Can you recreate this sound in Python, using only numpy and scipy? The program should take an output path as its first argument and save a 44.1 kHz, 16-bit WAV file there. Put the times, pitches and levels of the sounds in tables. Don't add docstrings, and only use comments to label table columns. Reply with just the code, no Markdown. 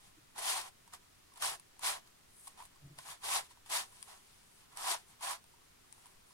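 import sys
import numpy as np
from scipy import signal
from scipy.fft import rfft, irfft
from scipy.io import wavfile
from scipy.ndimage import uniform_filter1d

SR = 44100
rng = np.random.default_rng(int(sys.argv[2]) if len(sys.argv) > 2 else 0)


def attenuation_scalar(level_db):
    decades = np.asarray(level_db, float) / 20
    return 10 ** decades


def unload_audio(sound):
    columns = np.transpose(np.atleast_2d(sound))
    steps = np.round(np.clip(columns, -1, 1) * 32767)
    wavfile.write(sys.argv[1], SR, steps.astype(np.int16))


N = 279456
LAG_S = 7 / SR


def evened(x):
    return x / np.sqrt(np.mean(x ** 2) + 1e-20)


def read(points, hz):
    f, value = np.transpose(points)
    return np.interp(np.log(hz + 1), np.log(f + 1), value)


def modes(hz, table):
    power = 0
    for f, width_hz, db in table:
        detune = (hz - f ** 2 / (hz + 1)) / width_hz
        power = power + attenuation_scalar(db) ** 2 / (1 + detune ** 2) ** 2
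    return np.sqrt(power)


def paired(a, b, same, lag, gain):
    hz, a, b = np.fft.rfftfreq(N, 1 / SR), rfft(a), rfft(b)
    share = np.clip(read(same, hz), -1, 1)
    right = (share * a + np.sqrt(1 - share ** 2) * b) * np.exp(-1j * lag(hz))
    return evened(irfft(np.array([a, right]) * gain(hz), N))


def hump(s, db, rise_s, fall_s):
    t = np.arange(N) / SR - s
    return attenuation_scalar(np.maximum(db - 20 * (t / np.where(t < 0, rise_s, fall_s)) ** 2, -200))


def hiss():
    # frequency in Hz, level in dB per Hz.
    spectrum = [(2.4, -23), (4.0, 6), (16, -3.5), (22, -10.5), (97, -9.5), (275, -13.5), (316, -19),
                (447, -15), (726, -18.5), (863, -20), (1260, -16.5), (1560, -18.5), (6230, -23),
                (15900, -29)]
    # frequency in Hz, correlation.
    same = [(40, 0.9), (60, 0.88), (120, 0.75), (240, 0.099), (480, -0.7), (950, -0.23), (1890, 0.21),
            (3770, -0.035), (7520, 0.18), (15000, -0.046)]
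    a, b = rng.standard_normal((2, N))
    return attenuation_scalar(-65) * paired(a, b, same, lambda hz: 0, lambda hz: attenuation_scalar(read(spectrum, hz)))


def slips():
    slips_per_s, spread_db, clump_db, piece_q = 450, 2.5, 2, 9.7
    grit_per_s, grit_db = 630, -9.5
    out = np.zeros(N)
    for hz in np.geomspace(250, 16000, num=40):
        count = int(slips_per_s * np.sqrt(hz / 1000) * N / SR)
        when, size, sign = rng.random((3, count))
        clumps = np.interp(when, np.linspace(0, 1, 300), rng.standard_normal(300))
        uneven_db = spread_db * (min(hz, 7e7 / hz) / 3000) ** 0.16
        jolts = np.zeros(N)
        size_db = clump_db * clumps - uneven_db * np.log(size + 0.0037)
        jolts[(when * N).astype(int)] = attenuation_scalar(size_db) * np.sign(sign - 0.5)
        out += np.sqrt(hz) * evened(signal.lfilter(*signal.iirpeak(hz, piece_q, SR), jolts))
    chance, size = rng.random(N), rng.standard_normal(N)
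    return evened(out) + attenuation_scalar(grit_db) * evened(size * (chance < grit_per_s / SR))


def voices():
    # frequency in Hz, width in Hz, level in dB.
    cavity = [
        [(717, 223, 0), (1020, 230, -3.5)],
        [(776, 340, -3.5), (1040, 470, -0.5), (1485, 1100, -7.5)],
    ]
    # frequency in Hz, level in dB per Hz.
    surface = [(760, -14.5), (1300, -15), (1820, -3.5), (2080, -2.5), (2730, -1.5), (3410, 0.5), (3950, -1),
               (4470, -0.5), (6390, -4), (7630, -4.5), (9710, -5.5), (14500, -19.5), (15900, -20)]
    # frequency in Hz, width in Hz, level in dB.
    edge_modes = [(9280, 2800, 0)]
    # frequency in Hz, width in Hz, level in dB.
    palm_modes = [(357, 190, 0)]
    # frequency in Hz, left minus right in dB.
    balance = [(60, -4), (110, 10), (200, 5), (380, 19), (700, 34), (1290, 7.5), (2380, 4), (4400, 1.5),
               (8120, 3), (15000, -2)]
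    # frequency in Hz, correlation.
    same = [(350, .7), (600, .8), (760, .6), (1000, .9), (1600, .35), (2400, .55), (3300, .25), (12000, .2)]
    # frequency in Hz, right side lag in radians.
    twist = [(250, .3), (600, 1.4), (700, 2.1), (780, 3.9), (870, 5.4), (1000, 5.75), (1400, 2 * np.pi)]

    def lean(hz):
        return attenuation_scalar(np.outer([0.5, -0.5], read(balance, hz)))

    def lag(hz):
        return 2 * np.pi * hz * LAG_S + read(twist, hz)

    def cut(hz, low_hz):
        return 1 / np.sqrt(1 + (low_hz / (hz + 1)) ** 6)

    def hollow(hz):
        return np.array([modes(hz, side) for side in cavity]) * cut(hz, 417)

    def faces(hz):
        return lean(hz) * attenuation_scalar(read(surface, hz)) * cut(hz, 1040)

    def edges(hz):
        return lean(hz) * modes(hz, edge_modes)

    def palm(hz):
        return modes(hz, palm_modes)

    a, b = slips(), slips()
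    return np.array([paired(a, b, same, lag, colour) for colour in (hollow, faces, edges, palm)])


def push(s, db, build_s, build_db, stop_s):
    build_share = 0.81, 1.06, 0.93, 0.69
    stop_share = 1.12, 1.2, 1.86, 0.45
    break_db_per_s, stop_db, stop_bend = 722, 29, 1.6
    t = np.arange(N) / SR - s
    rise_db = np.outer(build_share, build_db * np.clip(t / build_s, -1, 0))
    break_db = break_db_per_s * np.minimum(t + build_s, 0)
    slow_db = np.outer(stop_share, stop_db * (np.maximum(t, 0) / stop_s) ** stop_bend)
    return attenuation_scalar(np.maximum(db + rise_db + break_db - slow_db, -200))


def turning(voice):
    # hardest push in seconds, rubbing in dB, build-up in seconds,
    # gain over the build-up in dB, slide to a stop in seconds.
    turns = [
        (0.496, -39.5, 0.074, 8.5, 0.19),
        (1.446, -41.5, 0.02, 1.5, 0.13),
        (1.873, -39, 0.025, 2.5, 0.14),
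        (3.108, -53.5, 0.052, 6, 0.095),
        (3.353, -38.5, 0.11, 10.5, 0.097),
        (3.764, -40, 0.04, 2, 0.12),
        (4.914, -40.5, .14, 15.5, 0.09),
        (5.315, -46.5, 0.084, 2.5, 0.087),
    ]
    grip_db = [-1.5, 1, -.5, 1.5, -.5, -1, 1, 3]
    # peak in seconds, rubbing in dB, rise in seconds, fall in seconds, extra
    # drone in dB.
    nudges = [(0.068, -70, 0.12, 0.05, -2.5), (0.939, -60, .02, 0.041, 5),
              (1.378, -65.5, 0.028, 0.014, 6.5), (2.072, -75, 0.044, 0.025, 0.5),
              (2.478, -68.5, 0.055, 0.096, -3), (2.59, -66, 0.028, 0.1, 7.5), (2.988, -64, 0.018, 0.046, 2),
              (3.03, -63.5, 0.08, 0.031, -5), (3.46, -65, 0.099, 0.023, -4),
              (3.512, -66.5, 0.034, 0.034, -8), (3.672, -64, 0.021, 0.025, -4),
              (3.97, -68.5, 0.12, 0.21, -4), (4.1, -62.5, 0.042, 0.11, 4), (4.33, -73.5, 0.33, 0.24, -17),
              (4.61, -72, 0.066, 0.087, -0.5), (4.735, -71.5, 0.05, 0.027, 7),
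              (4.99, -67.5, .04, 0.065, 0.5), (5.12, -72, .06, .06, 2), (6.07, -76, 0.27, 0.18, 1.5),
              (6.32, -78, 0.039, .06, -2)]
    # peak in seconds, rubbing in dB, rise in seconds, fall in
    # seconds, extra drone in dB.
    seams = [(0.365, -62.5, 0.018, .03, 8), (0.39, -49.5, 0.022, 0.037, 4), (0.57, -46.5, 0.025, 0.082, 2),
             (0.676, -59, 0.088, 0.028, 4.5), (1.485, -47, 0.061, 0.082, 0.5),
             (1.545, -57, .04, 0.024, 5.5), (1.839, -50, 0.03, 0.019, 3), (1.96, -59, 0.086, 0.036, 10.5),
             (3.706, -48, .015, 0.04, -1), (4.875, -49.5, 0.017, .1, 6), (3.388, -52, 0.046, .03, 5),
             (4.945, -56, .04, 0.014, 12), (5.24, -53.5, .02, 0.037, -1)]
    # peak in seconds, fizz in dB, rise in seconds, fall in seconds.
    glides = [(0.39, -49, .02, 0.02), (2.46, -60, 0.18, 0.039), (2.65, -65, 0.085, 0.036),
              (3.93, -68.5, 0.18, 0.092), (4.03, -65, .08, .12), (4.3, -78, .25, 0.12),
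              (4.57, -71, 0.17, 0.06), (5.09, -68, 0.058, 0.055), (5.5, -79, .15, 0.13),
              (5.96, -71, 0.11, 0.29), (6.28, -71, 0.035, .08)]
    voice_db = -1, 3.5, -3, -30
    rest_db = -80.5, -75, -81, -82.5

    power = np.zeros((4, N))
    for row, drone_db in zip(turns, grip_db):
        power += (push(*row) * attenuation_scalar([[drone_db], [0], [0], [0]])) ** 2
    for s, db, rise_s, fall_s, drone_db in nudges + seams:
        power += (attenuation_scalar([[drone_db], [0], [-1.5], [8]]) * hump(s, db, rise_s, fall_s)) ** 2
    power = power * attenuation_scalar(np.array(voice_db)[:, None]) ** 2 + attenuation_scalar(np.array(rest_db)[:, None]) ** 2
    power[2] += sum(hump(*row) ** 2 for row in glides)
    return (voice * np.sqrt(power)[:, None]).sum(0)


def squeak():
    # time in seconds, frequency in Hz, level in dB.
    track = [
        (0.158, 309, -90),
        (0.174, 320, -70),
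        (0.186, 308, -62),
        (0.21, 306, -97),
    ]
    s, hz, db = np.transpose(track)
    t = np.arange(N) / SR
    phase = 2 * np.pi * np.cumsum(np.interp(t, s, hz)) / SR
    gate = np.clip(np.minimum(t - s[0], s[-1] - t) / 0.011, 0, 1)
    return gate * np.sqrt(2) * attenuation_scalar(np.interp(t, s, db)) * np.sin(phase)


def ticks(voice):
    # start in seconds, tick peak in dB, hollow knock in dB, knock in Hz.
    edge_ticks = [(0.8764, -49, -58, 940), (0.9358, -35, -48.5, 1190), (0.947, -41, -74, 1210),
                  (1.3379, -49, -68, 990), (1.3748, -42, -58, 810), (1.4221, -24, -37.5, 1194),
                  (1.5973, -38, -65, 1120), (1.7933, -37.5, -55.5, 940), (2.4716, -35, -48.5, 1090),
                  (2.4772, -31.5, -54, 876), (2.5757, -50, -61, 1020), (2.6014, -65, -45, 950),
                  (2.59, -60, -57, 900), (2.622, -56, -47.5, 1040), (2.6528, -42, -67, 1080),
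                  (3.5085, -55, -57, 980), (3.925, -59, -65, 982), (3.9694, -55, -64, 970),
                  (4.0813, -56, -58, 770), (4.772, -31, -63, 930), (5.2086, -42, -51, 904),
                  (5.2255, -49, -55, 1050), (5.4412, -47, -64, 905), (5.615, -70, -63, 1150),
                  (5.9786, -63, -63, 845), (6.0574, -46, -60.5, 944), (6.067, -45, -67, 1020),
                  (6.077, -58, -77, 1000)]
    # start in seconds, tick peak in dB, ring in Hz, hollow knock in dB,
    # knock in Hz.
    face_ticks = [(0.36, -55, 3700, -55.5, 946), (1.3194, -59, 4930, -61, 1110),
                  (1.3585, -48, 3280, -58, 960), (1.7654, -59, 4300, -68, 885),
                  (2.074, -51, 4390, -65, 1160), (2.759, -55, 4680, -61, 1090),
                  (2.9856, -41, 4900, -52.5, 662), (2.9873, -40, 3500, -52, 1500),
                  (2.988, -43, 2300, -52, 1057), (3.6609, -48, 3400, -56, 906),
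                  (4.0273, -38, 4950, -77, 1010), (5.5375, -64, 3000, -60.5, 940),
                  (5.582, -67, 4590, -69, 960), (5.8443, -63, 3210, -66, 1110),
                  (6.3068, -59, 5050, -63.5, 1020), (6.328, -60, 5000, -69, 1010),
                  (1.8342, -36, 4000, -48, 1010), (3.572, -59, 4000, -62, 950),
                  (4.724, -52, 3520, -73, 900), (4.945, -40, 4470, -42, 955)]
    # start in seconds, tick peak in dB, ring in Hz,
    # hollow knock in dB, knock in Hz.
    snaps = [
        (4.0265, -29, 9100, -60, 1060),
        (5.9256, -34, 9000, -69, 920),
    ]
    tick_t60_s, snap_t60_s, snap_lean_db = 0.016, 0.009, 9

    rings_hz = 9300 * (1 + 0.04 * rng.standard_normal(len(edge_ticks)))
    rows = [(s, db, hz, tick_t60_s, 0, *knock) for (s, db, *knock), hz in zip(edge_ticks, rings_hz)]
    rows += [(s, db, hz, tick_t60_s, 0, *knock) for s, db, hz, *knock in face_ticks]
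    rows += [(s, db, hz, snap_t60_s, snap_lean_db, *knock) for s, db, hz, *knock in snaps]

    hollow, face, edge = np.pad(voice[:3], ((0, 0), (0, 0), (0, SR)))
    out, t = np.zeros(face.shape), np.arange(SR // 8) / SR
    late = t - np.array([[0], [LAG_S]])
    for s, db, hz, t60_s, lean_db, knock_db, knock_hz in rows:
        at = slice(round(s * SR), round(s * SR) + len(t))
        fall = attenuation_scalar(db - 8 - 60 * t / t60_s) * np.minimum(t / 0.0004, 1)
        onset = np.sin(np.minimum(t / 0.0006, 1) * np.pi / 2) ** 2
        ring = np.sin(2 * np.pi * hz * late) * onset * attenuation_scalar(-60 * t / 0.014)
        crack = 0.35 * face[:, at] + 0.4 * edge[:, at] + 2.6 * ring
        out[:, at] += crack * fall * attenuation_scalar([[lean_db / 4], [-lean_db * 3 / 4]])
        knock_fall = attenuation_scalar(knock_db + 1.5 - 60 * t / 0.039) * np.minimum(t / 0.0024, 1)
        knock = 1.5 * np.sin(2 * np.pi * knock_hz * late) + 0.28 * hollow[:, at]
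        out[:, at] += knock * knock_fall
    return out[:, :N]


def room(x):
    t60_s, echoes_per_s, first_s = 0.065, 6000, 0.002
    t = np.arange(SR // 4) / SR
    signs = rng.choice([-1.0, 1.0], (2, len(t)))
    present = rng.random((2, len(t))) < echoes_per_s / SR
    taps = signs * present * (t > first_s) * attenuation_scalar(-60 * t / t60_s)
    return signal.oaconvolve(x, taps / np.linalg.norm(taps[0]), axes=1)[:, :N]


def desk():
    # peak in seconds, hum in Hz, level in dB, rise in seconds, fall in seconds.
    drags = [
        (1.448, 134, -72.5, 0.036, 0.19),
        (2.868, 141, -53, 0.052, .035),
        (2.912, 145.5, -56.5, 0.016, 0.04),
        (2.979, 137, -65, 0.031, 0.048),
        (3.101, 137, -75, 0.035, 0.048),
    ]
    # frequency in Hz, width in Hz, level in dB.
    body = [(80, 61, 2.5), (152, 51, 3), (220, 120, -16), (335, 67, -8), (650, 120, -17)]
    overtone_db, rough_db = -14, -4
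    t = np.arange(N) / SR
    noise = rfft(rng.standard_normal(N))
    rough = evened(irfft(noise * modes(np.fft.rfftfreq(N, 1 / SR), body), N))
    hum, level = np.zeros(N), np.zeros(N)
    for s, hz, db, rise_s, fall_s in drags:
        height = hump(s, db, rise_s, fall_s)
        phase = 2 * np.pi * hz * (t - s)
        hum += np.sqrt(2) * height * (np.sin(phase) + attenuation_scalar(overtone_db) * np.sin(2 * phase))
        level += height
    return hum + attenuation_scalar(rough_db) * rough * uniform_filter1d(level, 2500)


def scene():
    voice = voices()
    puzzle = turning(voice) + ticks(voice)
    echoes = attenuation_scalar(-13) * room(puzzle)
    return puzzle + echoes + desk() + squeak() + hiss()


def top_cut(x):
    return signal.sosfilt(signal.butter(12, 16040, fs=SR, output="sos"), x)


def record(dry):
    low_pass = signal.firwin(511, 15950, window=("kaiser", 9), fs=SR)
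    mix = signal.oaconvolve(dry, low_pass[None], "same", axes=1)
    return top_cut(mix)


dry = scene()
out = record(dry)
unload_audio(out)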